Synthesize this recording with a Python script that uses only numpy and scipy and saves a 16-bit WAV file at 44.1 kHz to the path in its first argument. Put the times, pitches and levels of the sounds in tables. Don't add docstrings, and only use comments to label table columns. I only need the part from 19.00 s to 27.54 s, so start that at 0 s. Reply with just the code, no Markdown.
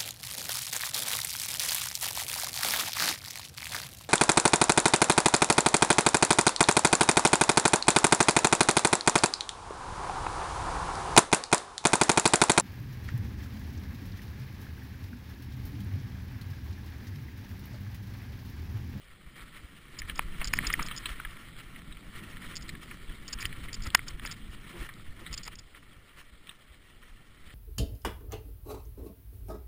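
import sys
import numpy as np
from scipy import signal
from scipy.io import wavfile
from scipy.ndimage import uniform_filter1d

SR = 44100
rng = np.random.default_rng(int(sys.argv[2]) if len(sys.argv) > 2 else 0)


def voltage_ratio(level):
    return 10 ** (np.asarray(level, float) / 20)


def generate_wav(sig):
    pcm = np.round(np.clip(np.atleast_2d(sig).T, -1, 1) * 32767).astype(np.int16)
    wavfile.write(sys.argv[1], SR, pcm)


N = 376613

# f/Hz, width/Hz, relative level/dB
HOUSING = [(1130, 220, 8.5), (1355, 112, 10), (1506, 350, 15.5), (1827, 145, 10), (2245, 262, 15),
           (2980, 760, 12.5), (3255, 320, 11), (4070, 160, -3.5)]
# t/s, wind rumble level/dB, steady tyre crunch level before its blend/dB,
# ground drumming level/dB
TRAIL = [(0, -55.5, -59, -67), (.85, -55.5, -56.5, -58.5), (1.05, -44.5, -57, -60),
         (1.35, -43, -50.5, -52.5), (1.7, -39, -44, -47), (2.05, -45, -49, -57),
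         (2.45, -49.5, -53.5, -55.5), (3.05, -50, -55, -55.5), (3.5, -48.5, -53, -53.5),
         (4.2, -48, -54, -56), (4.6, -44, -50.5, -52), (5.2, -43.5, -54.5, -55.5), (5.6, -51.5, -54.5, -56),
         (6.35, -46.5, -57.5, -58), (6.65, -54, -61.5, -67), (7.5, -58.5, -61.5, -71),
         (8.25, -55, -63.5, -68.5), (8.54, -55.5, -56, -68)]
# middle t/s, level before the crunch blend/dB, length/ms
SCUFFS = [(.396, -50.5, 72), (.475, -55.5, 41), (.564, -52, 40), (1.0, -51.5, 126), (1.099, -43.5, 33),
          (1.196, -49, 79), (1.429, -45, 67), (1.671, -40, 84), (1.81, -38, 19), (1.891, -55, 70),
          (2.09, -45.5, 81), (2.314, -52.5, 36), (2.591, -47.5, 23), (2.925, -54, 15), (3.175, -47, 54),
          (3.288, -51, 120), (3.483, -46.5, 124), (3.693, -53, 16), (3.83, -47, 16), (3.919, -51, 53),
          (4.106, -51, 32), (4.29, -50, 45), (4.423, -43.5, 76), (4.644, -44.5, 11), (4.87, -41.5, 18),
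          (4.985, -54, 97), (5.09, -46, 35), (5.281, -47, 106), (5.54, -45.5, 11), (5.76, -51.5, 160),
          (5.831, -47, 79), (6.24, -51.5, 104), (6.33, -49, 35), (6.39, -49, 47), (6.473, -46.5, 16),
          (6.53, -47.5, 16), (6.767, -51.5, 14), (6.93, -56.5, 25), (7.088, -58, 38), (7.194, -52, 46),
          (7.496, -55, 50), (7.74, -56, 29), (8.065, -60.5, 85)]


def read(points, hz):
    f, value = np.transpose(points)
    return np.interp(np.log(hz + 1), np.log(f + 1), value)


def evened(x):
    return x / np.sqrt(np.mean(x ** 2) + 1e-20)


def add(mix, sound):
    mix[:len(sound)] += sound


def control(curve, column=1):
    points = np.transpose(curve)
    return voltage_ratio(np.interp(np.arange(N) / SR, points[0], points[column]))


def rings(modes, tilt_db=0, rise_s=0.00034):
    hz, width, db = np.transpose(modes)[:, :, None]
    t = np.arange(1200) / SR
    swell = (1 - np.exp(-t / rise_s)) ** 2
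    sign = (-1.) ** np.arange(len(hz))[:, None]
    decay = voltage_ratio(db + tilt_db) * np.exp(-np.pi * width * t)
    return swell * (sign * decay * np.sin(2 * np.pi * hz * t)).sum(0)


def noise(spectrum, size, patch_db, flicker_db, span, wander=0):
    hop = size // 4
    hz = np.fft.rfftfreq(size, 1 / SR)
    a, b, patches = rng.standard_normal((N // hop + 5, len(hz), 3)).T
    flicker = evened(uniform_filter1d(patches[0], size=span))
    patches = uniform_filter1d(patches, size=3, axis=0)
    patches = evened(uniform_filter1d(patches, size=span, axis=1))
    drift = 1 + wander * evened(uniform_filter1d(a[0], size=4 * span))
    level_db = read(spectrum, hz[:, None] * drift) + patch_db * patches + flicker_db * flicker
    z = (a + 1j * b) * voltage_ratio(level_db)
    return evened(signal.istft(z, nperseg=size, noverlap=size - hop)[1][:N])


def bursts(events):
    edge_s = 0.0037
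    power = np.zeros(N)
    for s, db, ms in events:
        first = max(round((s - .3) * SR), 0)
        t = np.arange(first, min(first + round(.6 * SR), N)) / SR
        beyond_s = abs(t - s) - ms / 2000
        add(power[first:], voltage_ratio(2 * db) / (1 + np.exp(beyond_s / edge_s)))
    return power


def tyres():
    # f/Hz, relative level/dB per Hz
    hiss_spectrum = [(350, -5), (600, -11.5), (900, -15), (1250, -2), (1600, -16), (1900, 1.5),
                     (2500, -9.5), (3000, -1.5), (4200, -11), (5300, -14.5), (6500, 3.5), (8000, -41)]
    hiss = noise(hiss_spectrum, size=256, patch_db=2.0, flicker_db=1.5, span=12, wander=0.028)
    clumps = voltage_ratio(4.0 * evened(uniform_filter1d(rng.standard_normal(N), size=600)))
    chance, size, spot = rng.random(N), rng.exponential(1, N), rng.standard_normal(N)
    popping = chance < 900 * clumps / SR
    direction = np.sign(np.abs(spot) - .67)
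    pops = voltage_ratio(2.55 * np.minimum(size, 3.5)) * popping * direction
    octaves = np.log2(np.transpose(HOUSING)[0][:, None] / 2000)
    dull = signal.oaconvolve(pops * (spot < 0), rings(HOUSING, -4.0 * octaves))
    bright = signal.oaconvolve(pops * (spot > 0), rings(HOUSING, 5.7 * octaves))
    grit = voltage_ratio(-5.5) * evened((dull + bright)[:N])
    crunch = np.sqrt(control(TRAIL, column=2) ** 2 + bursts(SCUFFS))
    return crunch * (voltage_ratio(-4.5) * hiss + grit) + voltage_ratio(-72.5) * hiss


def squashes():
    # middle t/s, level/dB, length/ms
    presses = [(.945, -54.5, 7.4), (3.29, -58.5, 54), (5.76, -50, 50), (5.833, -53, 27), (6.22, -53, 22)]
    # f/Hz, width/Hz, relative level/dB
    tyre_air = [(342, 31, 3), (530, 190, -5), (910, 360, -4)]
    t = np.arange(4000) / SR
    ring = np.zeros(len(t))
    for hz, width, db in tyre_air:
        decay = np.sqrt(width) * np.exp(-np.pi * width * t)
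        ring += voltage_ratio(db) * decay * np.sin(2 * np.pi * hz * t)
    hum = signal.oaconvolve(rng.standard_normal(N), ring)[:N]
    return np.sqrt(bursts(presses)) * evened(hum)


def crack():
    from_hz, to_hz, glide_s, fade_s = 3900, 1690, 0.0021, 0.00044
    t = np.arange(1200) / SR
    hz = to_hz + (from_hz - to_hz) * np.exp(-t / glide_s)
    envelope = (1 - np.exp(-t / 0.00026)) ** 2 * np.exp(-t / fade_s)
    return voltage_ratio(11.5) * envelope * np.sin(2 * np.pi * np.cumsum(hz) / SR)


def knocks():
    # t/s, peak level before the 220 Hz thump/dB,
    # low-mode offset/dB, high-mode offset/dB, nominal contact/ms
    blows = [(1.0186, -28, -35, -24, 0.85), (1.097, -25.5, -14, 5, 3.1), (1.1927, -14.5, -3.5, -6.5, 1),
             (1.414, -27.5, -2, 3, 6.2), (1.536, -13.5, -6, -3, 2.3), (1.5881, -14, -7, -15, 1.9),
             (1.638, -32, 0, -7, 2.9), (1.649, -29.5, -18, -17, 5.5), (1.658, -32, -15, 8, 2),
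             (1.702, -21, -6, -5, 2.3), (1.7385, -14.5, -29, -12, 2.5), (1.7935, -23.5, -3, -19, 3.5),
             (1.82, -30.5, 3, -16, 2.8), (1.8528, -37, -2, -10, 4.9), (1.8854, -27, -17, 5, 1.5),
             (1.9111, -27.5, -4.5, 3.5, 9.7), (2.0573, -22.5, -5, 9, 5.1), (2.1995, -29.5, 2, -29, 1.8),
             (2.2492, -27.5, -5.5, -13, 4.1), (2.76, -38, -27, -4, 7.6), (2.9236, -38.5, -11, 19, 6.2),
             (2.97, -42, -7, 3, 3.6), (3.369, -35, -15, 0, 1.2), (3.692, -30.5, -22, -4, 3.5),
             (3.752, -36.5, -11, 0, 3.6), (3.911, -35.5, -10, -23, 4.8), (4.094, -39, -3, -1, 7),
             (4.33, -39.5, 2, -15, 13), (4.3873, -33.5, -3, 5, 2.5), (4.4264, -30, -20, -7, 3.1),
             (4.454, -19, -20, -2, 1.5), (4.527, -33.5, -26, 3, 3.5), (4.6846, -34.5, -22, -2.5, 12),
             (4.8609, -34.5, -1, -19, 3.8), (4.9032, -32, -17, 16, 1.8), (4.949, -6.5, -4.5, -8, 2.5),
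             (4.9917, -27.5, -6, -24, 1.3), (5.1962, -33, -10, 3, 3), (5.251, -27.5, 0, -27, 2.7),
             (5.2738, -31.5, -18, 4, 2.6), (5.89, -33.5, -10, -16, 4.9), (6.2632, -31, -6.5, 6, 9.4),
             (6.48, -32.5, 0, -18, 3.2), (6.748, -40.5, -11, -2, 3.2), (7.471, -43, -15, 6, 1.5),
             (7.493, -31.5, -29.5, 8, 3.8), (7.514, -47, -5, 5, 2)]
    outer_low_db, outer_high_db = 2.5, 8
    out = np.zeros(N + SR)
    lead = 200
    t = (np.arange(1100) - lead) / SR
    hz = np.transpose(HOUSING)[0][:, None]
    low, high = hz < 1550, hz > 2650
    stiff = signal.butter(N=2, Wn=[270, 3100], btype="band", fs=SR, output="sos")
    thump = voltage_ratio(-16.5) * (t > 0) * np.sin(2 * np.pi * 220 * t) * np.exp(-t / 0.0016)
    draws = rng.standard_normal((len(blows), len(t), 2)).transpose(0, 2, 1)
    spots = rng.standard_normal((len(blows), len(HOUSING), 2))
    for (s, db, low_db, high_db, ms), (chance, size), spot in zip(blows, draws, spots):
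        scrape = 0.33 * np.exp(t / 0.0025)
        rebound = 0.87 * np.exp(-t * 1000 / max(ms, .3))
        fade = np.where(t < 0, scrape, rebound) * min(ms / 3.8, 1)
        hits = (chance > 1.6) * np.clip(size, -1.1, 1.1) * fade
        hits[lead] = 1
        shift = 1 + 0.03 * spot[:, :1] * [1, 0, 0]
        modes = np.array(HOUSING) * [1, 1.6, 1] * shift
        tilt_db = low * (low_db + outer_low_db) + high * (high_db + outer_high_db)
        ring = rings(modes, tilt_db + 3.6 * spot[:, 1:], rise_s=0.00027)
        blow = signal.sosfilt(stiff, np.convolve(hits, ring + crack()))
        blow /= abs(blow).max()
        add(blow, thump)
        add(out[round(s * SR) - lead:], voltage_ratio(db) * blow)
    return out[:N]


def slipping(events, modes):
    bends = (-1, 0, 1)
    slips = np.zeros((len(bends), N + SR))
    draws = rng.standard_normal((len(events), 60, 3))
    first = 6
    for (s, db, ms), draw in zip(events, draws):
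        at = np.cumsum(0.0007 * np.exp(0.55 * draw[:, 0]))
        at -= at[first]
        early = 0.033 * min(ms, 10) * np.exp(np.minimum(at, 0) / 0.004)
        late = voltage_ratio(-300.0 * at) / (1 + np.exp((at - ms / 1000) / 0.00083))
        size = voltage_ratio(db - 4.5 + 2.55 * draw[:, 1]) * np.where(at < 0, early, late)
        size[first] = voltage_ratio(db)
        bend = np.digitize(draw[:, 2], [-.43, .43])
        np.add.at(slips, (bend, np.round((s + at) * SR).astype(int)), size)
    ring = np.array([rings(np.array(modes) * [1 + 0.033 * b, 1, 1], rise_s=.0001) for b in bends])
    return signal.oaconvolve(slips, ring / abs(ring).max(), axes=1).sum(0)[:N]


def mount_creaks():
    # main slip t/s, its level/dB, length/ms
    events = [(0.989, -29.5, 11), (1.1578, -33.5, 4.2), (1.179, -38, 4.1), (1.1918, -35, 2),
              (1.4446, -21.5, 2.1), (1.4535, -29, 3), (1.474, -25.5, 11.3), (1.533, -27.5, 10),
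              (1.553, -40, 10), (1.569, -34.5, 12), (1.669, -20, 5.4), (1.6745, -25, 2.2),
              (1.7285, -26, 7.1), (1.8265, -28, 4.6), (1.8633, -33, 11), (1.964, -32, 7.7),
              (1.9763, -31, 11.5), (3.556, -28, 0.65), (3.562, -27, 0.8), (3.568, -23, 1),
              (3.5722, -35, 9.2), (3.6112, -44, 6), (3.623, -38.5, 7.2), (4.2802, -31.5, 11.5),
              (4.3284, -25.5, 12.6), (4.406, -33, 12), (4.42, -35, 11), (4.4564, -30, 7.7),
              (4.7305, -29, 4.2), (4.742, -28, 11.5), (4.822, -38, 5.7), (4.836, -34.5, 12),
              (4.8672, -34, 6.4), (4.9486, -6, 0.72), (4.9715, -41, 6.1), (5.0825, -27, 6.5),
              (5.2603, -31.5, 12), (5.3134, -28, 13), (6.329, -30.5, 5.4), (6.3397, -26.5, 7.9),
              (6.377, -27.5, 9.5), (6.433, -34, 12), (6.452, -40, 14), (6.4777, -32.5, 3.4),
              (6.555, -39, 5.3), (6.5882, -37, 10)]
    # f/Hz, width/Hz, relative level/dB
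    mount = [(5100, 677, 8.5), (3870, 1370, -4), (3540, 1110, 6)]
    return slipping(events, mount)


def bright_ticks():
    # main slip t/s, its level/dB, length/ms
    events = [(3.682, -42, 5.8), (3.691, -34, 10.3), (5.939, -42, 1.1)]
    # f/Hz, width/Hz, relative level/dB
    modes = [(3960, 250, 1), (5500, 810, 1)]
    return slipping(events, modes)


def jolts():
    # middle t/s, envelope peak level/dB, middle f/Hz
    thuds = [(0.277, -44.5, 52.7), (.434, -44, 40), (0.65, -41, 53.3), (1.007, -38, 44), (1.141, -38, 38.6),
             (1.25, -37, 42.5), (1.488, -34, 37.4), (1.568, -32.5, 37.6), (1.685, -31, 40),
             (1.805, -33, 40.3), (2.12, -35.5, 40), (2.266, -39.5, 32.6), (2.804, -45, 51.7),
             (3.071, -43, 39.5), (3.285, -45, 55.3), (3.634, -40, 49.7), (4.1, -38, 33.3),
             (4.361, -33.5, 37.8), (4.456, -35, 62.5), (4.631, -35, 59), (4.879, -32, 65.3),
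             (5.15, -35.5, 40.4), (5.235, -36, 47.5), (5.493, -41.5, 63.3), (5.816, -32.5, 38.6),
             (6.317, -36.5, 42.5), (6.972, -48, 55), (7.338, -46.5, 50.7), (7.713, -48, 57.4),
             (8.477, -47, 60.7)]
    cycles, sag = 0.42, 0.296
    sound, power = np.zeros((2, N + SR))
    half = SR // 10
    t = np.arange(-half, half) / SR
    for (s, db, hz), start in zip(thuds, rng.random((len(thuds), 1))):
        u = t * hz / cycles
        shape = voltage_ratio(db) * np.exp(-u ** 2 / 2)
        turns = np.cumsum(hz * (1 - sag * np.tanh(u))) / SR + start
        begin = round(s * SR) - half
        add(sound[begin:], shape * np.sin(2 * np.pi * turns))
        add(power[begin:], shape ** 2)
    return sound[:N], power[:N]


def ground_drumming(shaking):
    # f/Hz, relative level/dB per Hz
    spectrum = [(60, -5), (150, 5), (330, -4.5), (450, -15.5), (700, -22), (1100, -32), (2000, -67)]
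    scuff_db, jolt_db = -13, -16
    drum = noise(spectrum, size=1024, patch_db=2.0, flicker_db=2.0, span=8)
    power = control(TRAIL, column=3) ** 2
    power = power + voltage_ratio(2 * scuff_db) * bursts(SCUFFS) + voltage_ratio(2 * jolt_db) * shaking
    return np.sqrt(power) * drum


def wind():
    # f/Hz, relative level/dB per Hz
    rumble = [(8, 6.5), (25, 2.5), (50, -8.5), (110, -10.5), (200, -29.5), (400, -53)]
    return control(TRAIL) * noise(rumble, size=2048, patch_db=2.0, flicker_db=2.0, span=3)


def air_rush():
    # f/Hz, relative level/dB per Hz
    spectrum = [(300, 4.5), (800, -4.5), (1300, -20), (2500, -28), (4800, -17), (7000, -35)]
    return voltage_ratio(-69) * noise(spectrum, size=1024, patch_db=1.0, flicker_db=-1.0, span=6)


def scene():
    thuds, shaking = jolts()
    bike = tyres() + squashes() + knocks() + mount_creaks() + bright_ticks()
    low = thuds + ground_drumming(shaking) + wind()
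    return (bike + low + air_rush())[None]


def low_pass(x):
    return signal.sosfilt(signal.butter(12, 16470, fs=SR, output="sos"), x)


def record(dry):
    hold_hz = 12000
    smooth = signal.firwin(201, 5500, window=("kaiser", 5.0), fs=SR)
    leaky = signal.oaconvolve(dry[0], smooth, "same") + voltage_ratio(-10.5) * dry[0]
    slow = signal.resample_poly(leaky, hold_hz, SR)
    held = signal.resample_poly(np.repeat(slow, 4), SR, 4 * hold_hz)[:N]
    edge = signal.firwin(401, 15300, window=("kaiser", 3.0), fs=SR)
    mix = signal.oaconvolve(held, edge, "same")[None]
    return low_pass(mix)


dry = scene()
out = record(dry)
generate_wav(out)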